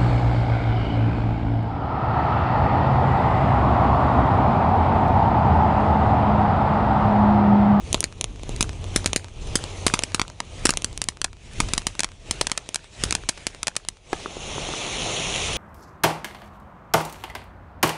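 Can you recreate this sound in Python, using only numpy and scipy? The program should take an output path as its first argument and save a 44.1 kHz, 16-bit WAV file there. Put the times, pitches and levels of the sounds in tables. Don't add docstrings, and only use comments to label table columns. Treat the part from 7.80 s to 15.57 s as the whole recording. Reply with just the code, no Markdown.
import sys
import numpy as np
from scipy import signal
from scipy.fft import rfft, irfft, next_fast_len
from scipy.io import wavfile
from scipy.ndimage import uniform_filter1d, map_coordinates

SR = 44100
rng = np.random.default_rng(int(sys.argv[2]) if len(sys.argv) > 2 else 0)


def transcribe(u):
    v = np.clip(np.atleast_2d(u).T, -1, 1)
    q = np.round(v * 32767).astype(np.int16)
    wavfile.write(sys.argv[1], SR, q)


def gain_from_db(level_db):
    decades = np.asarray(level_db, float) / 20
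    return 10 ** decades


N = 342657

# (time [s], level [dB])
ENGINE_HUM = [
    (0.0, -56),
    (1.2, -37),
    (1.6, -44),
    (2.4, -46),
    (3.3, -62),
    (4.0, -54),
    (7.77, -64),
]
# (time [s], level [dB])
GUSTS = [(0.0, -29.5), (0.45, -28), (0.7, -28.5), (0.95, -30.5), (1.2, -31.5), (1.5, -31), (1.8, -39.5),
         (2.5, -32.5), (2.9, -35), (3.6, -28), (4.2, -34.5), (4.5, -33), (4.8, -42), (5.1, -34),
         (5.7, -41.5), (6.6, -41.5), (7.05, -40), (7.77, -38)]
# (frequency [Hz], level [dB per Hz])
WIND_COLOUR = [(10, -30), (25, 3), (50, 0.5), (92, -1.5), (200, -16), (450, -20), (1000, -94),
               (22000, -120)]
ROAR_COLOUR = [(60, -20), (140, 5), (240, -3), (400, 1), (700, -0.5), (1300, -8.5), (2200, -47),
               (22000, -80)]
JET_COLOUR = [(600, -21), (1500, 3.5), (3000, 0.5), (6300, -9), (9400, -19.5), (12000, -28), (22000, -2)]
SPARK_COLOUR = [(700, -36), (1500, 4), (2500, 10), (5000, -2), (8000, -6.5), (12000, -19), (22000, -31)]
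# (time [s], nozzle effort [dB], spark shower [dB])
BURN = [(0.0, 0.4, -56.5), (1.5, -1.5, -54.5), (3.0, -0.5, -51), (4.5, 1.1, -49), (5.6, 1.3, -48),
        (6.2, 1, -47.5), (6.5, 3, -57), (6.75, 14, -52), (6.95, 14, -46.5), (7.3, 18.5, -49.5),
        (7.77, 19, -41.5)]
# (time [s], peak [dB], mouth resonance [Hz], width [Hz])
COUGHS = [
    (6.4596, -15, 1260, 305),
    (6.5683, -22, 520, 299),
    (6.7811, -16, 900, 298),
    (6.889, -18.5, 810, 400),
    (6.9377, -17, 1260, 450),
    (7.069, -33, 445, 300),
]
# (delay [ms], spread [ms], level [dB], strongest frequency [Hz], width [Hz], flatness)
ECHOES = [
    (3.056, 0.15, -13.5, 1000, 2700, 0.4),
    (4.05, 0.85, -19, 440, 3800, 0.065),
    (8.2, 0.45, -43.5, 7500, 24000, .2),
    (14.9, 0.86, -25.5, 550, 3300, 0.23),
    (21.63, 0.18, -33.5, 1500, 7000, 4.7),
    (34.6, 0.099, -29, 1430, 980, 2.6),
]
# (time [s], peak [dB], ground bounce delay [ms], blast length [ms])
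LOW_STARS = [(0.1291, 1, 0.31, 0.054), (0.1444, 4.5, 0.28, 0.18), (0.2059, 6, 0.33, 0.026),
             (0.2413, 1.2, 0.44, 0.081), (0.4115, -7, 0.31, 0.1), (0.4425, -8.5, 0.31, 0.14),
             (0.8271, -0.5, 0.31, 0.08), (1.161, 16, 0.53, 0.061), (1.3321, -4.5, 0.31, 0.16),
             (1.3614, 12, 0.44, 0.062), (1.7555, 17.5, 0.62, 0.049), (2.1917, -6.5, 0.32, 0.16),
             (2.2364, -1.5, 0.38, 0.1), (2.854, 20.5, 0.38, 0.048), (2.906, 4.5, 0.43, 0.044),
             (2.9726, -5.5, 0.32, 0.094), (3.0451, 2.5, 0.66, 0.062), (3.4163, -8, 0.66, 0.12),
             (4.194, -4.5, 0.47, 0.11), (5.2375, 10, 0.61, 0.062), (5.30876, -5, 0.47, 0.095),
             (5.8701, -11, 0.41, 0.2)]
# (time [s], peak [dB], ground bounce delay [ms], blast length [ms])
HIGH_STARS = [(0.8085, 11.5, 0.79, 0.074), (2.34621, 5.5, 0.75, 0.095), (2.3962, -0.7, 0.88, 0.2),
              (2.416, -1, 0.86, 0.16), (2.6032, -10, 1.01, 0.2), (3.28682, 0, 0.99, 0.086),
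              (3.4436, -6, 0.85, 0.082), (3.446, -4, 1.19, 0.13), (3.8027, 9, 0.87, 0.09),
              (3.9356, 6, 0.81, 0.067), (3.97893, 3.5, 1.01, 0.08), (4.0688, 5.5, 1.02, 0.077),
              (4.2046, -2, 1.18, 0.087), (4.2447, -6, 0.89, 0.14), (4.5106, 5.5, 0.95, 0.058),
              (4.6694, -4.5, 1.15, 0.12), (4.7167, -3, 0.93, 0.12), (4.7765, -6.5, 1.57, 0.12),
              (4.945, -8, 0.77, 0.08), (5.32522, -2.5, 0.79, 0.11), (5.3513, 0.3, 1.19, 0.094),
              (5.4894, -1, 0.95, 0.092), (5.4926, 6.5, 1.25, 0.058), (5.831, -9, 0.83, 0.11),
              (5.8809, -5.5, 1.2, 0.14), (5.9653, -2.5, 1.64, 0.083)]
# (time [s], peak [dB], ground bounce delay [ms], blast length [ms], bounce [dB])
STRAY_STARS = [(1.26, 15, 0.46, 0.071, -14), (2.0659, 22, 0.61, 0.08, -21), (2.1388, 11, 0.83, 0.12, 0.5),
               (2.8569, 6.5, 0.73, 0.12, -0.5), (2.869, -7, 0.56, 0.12, 1), (2.8921, 11, 0.73, 0.12, -6),
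               (3.17656, -11, 0.33, 0.088, -10), (3.2175, 1, 1.06, 0.087, -8.5),
               (3.2409, -9, 0.43, 0.046, -8), (4.2341, -5, 1.23, 0.14, -7),
               (4.6121, 10.5, 0.37, 0.08, -16.5), (4.6141, 0.5, 0.22, 0.18, -5),
               (4.95847, -4, 1.22, 0.11, -3), (5.6684, 6.5, 0.4, 0.078, -18),
               (5.8722, -2.5, 0.35, 0.097, -24), (6.0867, -3, 1, 0.071, -5),
               (6.33058, -3.5, 2.44, 0.75, -4.5)]
# (time [s], peak [dB], ground bounce delay [ms], blast length [ms], extra slow body [dB])
SMALL_STARS = [(0.596, -30, 0.34, 0.35, -8), (0.634, -25.5, 0.3, 0.15, 21.5),
               (0.69302, -22, 0.29, 0.097, 27.5), (0.76295, -21, 0.47, 0.086, -6),
               (1.0424, -24, 0.29, 0.2, 4), (1.2446, -16.5, 0.2, 0.23, 2), (1.8399, -16, 0.25, 0.17, 9),
               (2.4803, -24.5, 0.27, 0.18, 4), (2.5003, -26.5, 0.16, 0.2, 0),
               (2.9378, -15, 0.17, 0.21, -14), (3.0212, -20, 0.32, 0.13, 11), (3.1293, -30, 0.25, 0.13, 12),
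               (3.735, -33, 0.23, 0.09, -7), (3.887, -22, 0.16, 0.18, -7), (3.89, -22.5, 0.23, 0.19, -8),
               (4.1522, -26.5, 0.8, 0.2, 13), (4.8902, -18, 0.33, 0.13, 11.5),
               (5.0435, -32.5, 0.23, 0.21, 8), (5.4367, -26, 0.67, 0.33, 3), (6.05, -28.5, 0.24, 0.23, -4)]
# (time [s], peak [dB], ground bounce delay [ms])
FAR_STARS = [(0.229, -16.5, 0.83), (0.32556, -26.5, 0.74), (0.56, -31, 0.76), (0.8934, -17, 1.24),
             (0.9316, -28, 1.13), (1.4447, -20.5, 0.26), (1.4843, -29, 1.3), (2.2235, -18, 0.72),
             (2.32, -25, 1.2), (2.6888, -42, 1.1), (3.37129, -26, 0.77), (3.531, -28, 0.83),
             (3.5688, -36, 0.31), (4.0194, -23, 0.73), (4.2896, -29, 0.89), (4.3184, -29, 0.81),
             (4.6983, -17, 0.5), (4.86192, -36, 0.58), (5.5763, -23.5, 0.98), (5.5798, -25, 0.75),
             (5.748, -22.5, 0.42), (5.95495, -23, 0.78), (6.1708, -35, 1.43)]
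# (time it lets go [s], gain then [dB], time a loud burst stops it [s], gain then [dB])
RELEASES = [(0.0, -4, 0.12, 4), (0.33, -6, 0.41, -4), (0.58, -5.5, 0.71, 3), (0.97, -2, 1.16, 6.5),
            (1.52, -6, 1.68, 5), (1.92, 5.5, 2.09, 6), (2.56, -7.5, 2.84, 3.5), (3.56, -16.5, 3.83, 3.5),
            (4.38, -14, 4.51, 1), (5.1, -12, 5.25, 5), (5.5, -8.5, 5.6, -5), (6.23, -16, 6.34, 3)]
# (frequency [Hz], level [dB])
MIC_RESPONSE = [(20, 0), (3000, 0), (8000, 5), (10000, 9), (10900, -3), (12100, -8), (12900, -62),
                (22000, -87)]

SPAN, LEAD = 4096, 64
NOZZLE_BOUNCE_S = .00031


def unit(x):
    return x / np.sqrt(np.mean(x ** 2) + 1e-20)


def curves(rows):
    s, *columns = np.transpose(rows)
    return [np.interp(np.arange(N) / SR, s, column) for column in columns]


def along(points, hz):
    f, v = np.transpose(points)
    return np.interp(np.log(hz + 1), np.log(f + 1), v)


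def wobble(rate):
    knots = rng.standard_normal(int(N * rate / SR) + 4)
    return map_coordinates(knots, [np.arange(N) * rate / SR])


def filtered(x, response):
    m = next_fast_len(N + SPAN)
    return irfft(rfft(x, m) * response(np.fft.rfftfreq(m, 1 / SR)), m)[..., :N]


def rush(colour, patchy_db):
    z = signal.stft(rng.standard_normal(N + 512), nperseg=512)[2]
    patches = uniform_filter1d(rng.standard_normal(z.shape), size=6, axis=0)
    patches = uniform_filter1d(patches, size=10, axis=1)
    noise = signal.istft(z * gain_from_db(patchy_db * unit(patches)), nperseg=512)[1][:N]
    return unit(filtered(noise, lambda hz: gain_from_db(along(colour, hz))))


def resonance(hz, ring_hz, width_hz):
    return ring_hz ** 2 / (ring_hz ** 2 - hz ** 2 + 1j * hz * width_hz)


def blast(jw, tau):
    return SR * tau * jw * tau / (1 + jw * tau) ** 2


def engine():
    tone = filtered(rng.standard_normal(N), lambda hz: resonance(hz, ring_hz=92, width_hz=8) ** 2)
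    return gain_from_db(curves(ENGINE_HUM)[0]) * unit(tone)


def wind():
    wind_db, = curves(GUSTS)
    gusty = gain_from_db(2.6 * wobble(6)) * rush(WIND_COLOUR, patchy_db=0.46)
    return gain_from_db(wind_db - 3.0) * unit(gusty)


def flame_roar(effort_db, flicker):
    roar_db = -46.5 + 0.56 * effort_db
    unsteady_db = .5 * flicker + .7 * wobble(40)
    return gain_from_db(roar_db - .3 + unsteady_db) * rush(ROAR_COLOUR, patchy_db=.7)


def nozzle_jet():
    grains = rng.exponential(size=N // 16 + 1).repeat(16)[:N]
    spit = 1 + .12 * grains ** 1.5
    jet = unit(spit * rush(JET_COLOUR, patchy_db=1.5))
    return filtered(jet, lambda hz: (1 + 0.68 * np.exp(-2j * np.pi * hz * NOZZLE_BOUNCE_S)) / 1.535)


def spark_shower(sparks_db):
    return gain_from_db(sparks_db + 1.6 * wobble(40)) * rush(SPARK_COLOUR, patchy_db=2.5)


def fountain():
    effort_db, shower_db = curves(BURN)
    hiss_db = -50 + effort_db
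    sparks_db = shower_db - hiss_db + 1.5 * wobble(5)
    flicker = wobble(4.9)
    hiss = gain_from_db(hiss_db + 1.32 + 0.09 * flicker) * (nozzle_jet() + spark_shower(sparks_db))
    return hiss + flame_roar(effort_db, flicker)


def ticks():
    per_s, level_db, spread_db, end_s = 57, -48, 4.5, 4.7
    chance, size = rng.random(N), rng.exponential(size=N)
    happens = (chance < per_s / SR) * (np.arange(N) < end_s * SR)
    snaps = happens * gain_from_db(level_db + spread_db * size)

    def snap_and_bounce(hz):
        jw = 2j * np.pi * hz
        return blast(jw, 0.00006) * (1 + np.exp(-jw * NOZZLE_BOUNCE_S))

    return -filtered(snaps, snap_and_bounce)


def gain_control():
    return curves(np.reshape(RELEASES, (-1, 2)))[0]


def coughs():
    out, hz = np.zeros(N + SPAN), np.fft.rfftfreq(SPAN, 1 / SR)
    tube = 1.7 * resonance(hz, ring_hz=400, width_hz=160)
    for s, db, mouth_hz, width_hz in COUGHS:
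        ringing = resonance(hz, mouth_hz, width_hz) + tube + 0.06
        puff = irfft(blast(2j * np.pi * hz, 0.00019) * ringing, SPAN)
        out[round(s * SR):][:SPAN] -= gain_from_db(db) * puff / np.abs(puff).max()
    return out[:N]


def stars():
    low = [(*row, 2, 0) for row in LOW_STARS]
    high = [(*row, 2, 0) for row in HIGH_STARS]
    stray = [(*row, 0) for row in STRAY_STARS]
    small = [(*row[:4], 1, row[4]) for row in SMALL_STARS]
    far = [(*row, 0.22, -13, 0) for row in FAR_STARS]
    return low + high + stray + small + far


def surroundings(scatter_db, t60, far_db, far_t60, top_hz):
    t, hz = np.arange(SPAN) / SR, np.fft.rfftfreq(SPAN, 1 / SR)
    grit = rng.standard_normal((len(stars()), SPAN))
    litter, trees = gain_from_db(scatter_db - 60 * t / t60), gain_from_db(far_db - 60 * t / far_t60)
    tail = (litter + trees) * (t > .0002)
    total = rfft(tail * grit) / (1 + 1j * hz / top_hz)
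    for ms, spread, db, echo_hz, width_hz, flat in ECHOES:
        shift, size = rng.standard_normal((2, len(grit), 1))
        cluster = np.exp(-.5 * ((t * 1000 - ms - 0.2 * shift) / spread) ** 2)
        cluster = cluster / np.linalg.norm(cluster, axis=1, keepdims=True)
        face = (flat + grit) * cluster / np.hypot(flat, 1)
        colour = np.abs(hz * width_hz / (echo_hz ** 2 - hz ** 2 + 1j * hz * width_hz)) ** 2
        total += gain_from_db(db + 2 * size) * rfft(face) * colour
    return total


def pops():
    s, db, bounce_ms, length_ms, bounce_db, extra_db = np.transpose(stars())[:, :, None]
    body_db = -23.5 + extra_db + 0.05 * db + 4 * np.log2(length_ms * 10)
    start = (s * SR).astype(int) - LEAD
    jw = 2j * np.pi * np.fft.rfftfreq(SPAN, 1 / SR)
    rise = 0.00017 * np.clip(length_ms - .1, 0, .35)
    crack = -blast(jw, 0.00062 * length_ms) / (1 + jw * rise) ** 2
    body = gain_from_db(body_db) * blast(jw, 0.00059) / (1 + jw * 0.00018) ** 2
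    paths = 1 + gain_from_db(bounce_db) * np.exp(-jw * bounce_ms / 1000)
    around = surroundings(scatter_db=-37, t60=0.023, far_db=-54, far_t60=0.15, top_hz=9800)
    sound = (crack + body + (crack - 0.16 * body) * around) * paths
    on_time = np.exp(-jw * (s - start / SR - .00004))
    waves = gain_from_db(db + 6) * irfft(sound * on_time, SPAN)
    places = start + np.arange(SPAN)
    return np.bincount(places.ravel(), waves.ravel(), N + SPAN)[:N]


def scene():
    background = gain_from_db(gain_control()) * (engine() + wind() + fountain() + ticks())
    body_rumble = gain_from_db(-53) * rush(WIND_COLOUR, patchy_db=3.5)
    return (body_rumble + background + coughs() + pops())[None]


def overload(x, top, hard):
    return x / (1 + np.abs(x / top) ** hard) ** (1 / hard)


def band_limit(x):
    return signal.sosfilt(signal.butter(12, 16830, fs=SR, output="sos"), x)


def record(dry):
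    x = filtered(dry, lambda hz: resonance(hz, ring_hz=8490, width_hz=7000))
    x = overload(x, top=0.45, hard=6)
    x = filtered(x, lambda hz: gain_from_db(along(MIC_RESPONSE, hz)))
    x = overload(x, top=.7, hard=30)
    x = filtered(x, lambda hz: 1 / (1 + (hz / 16200) ** 60))
    return band_limit(x)


dry = scene()
out = record(dry)
transcribe(out)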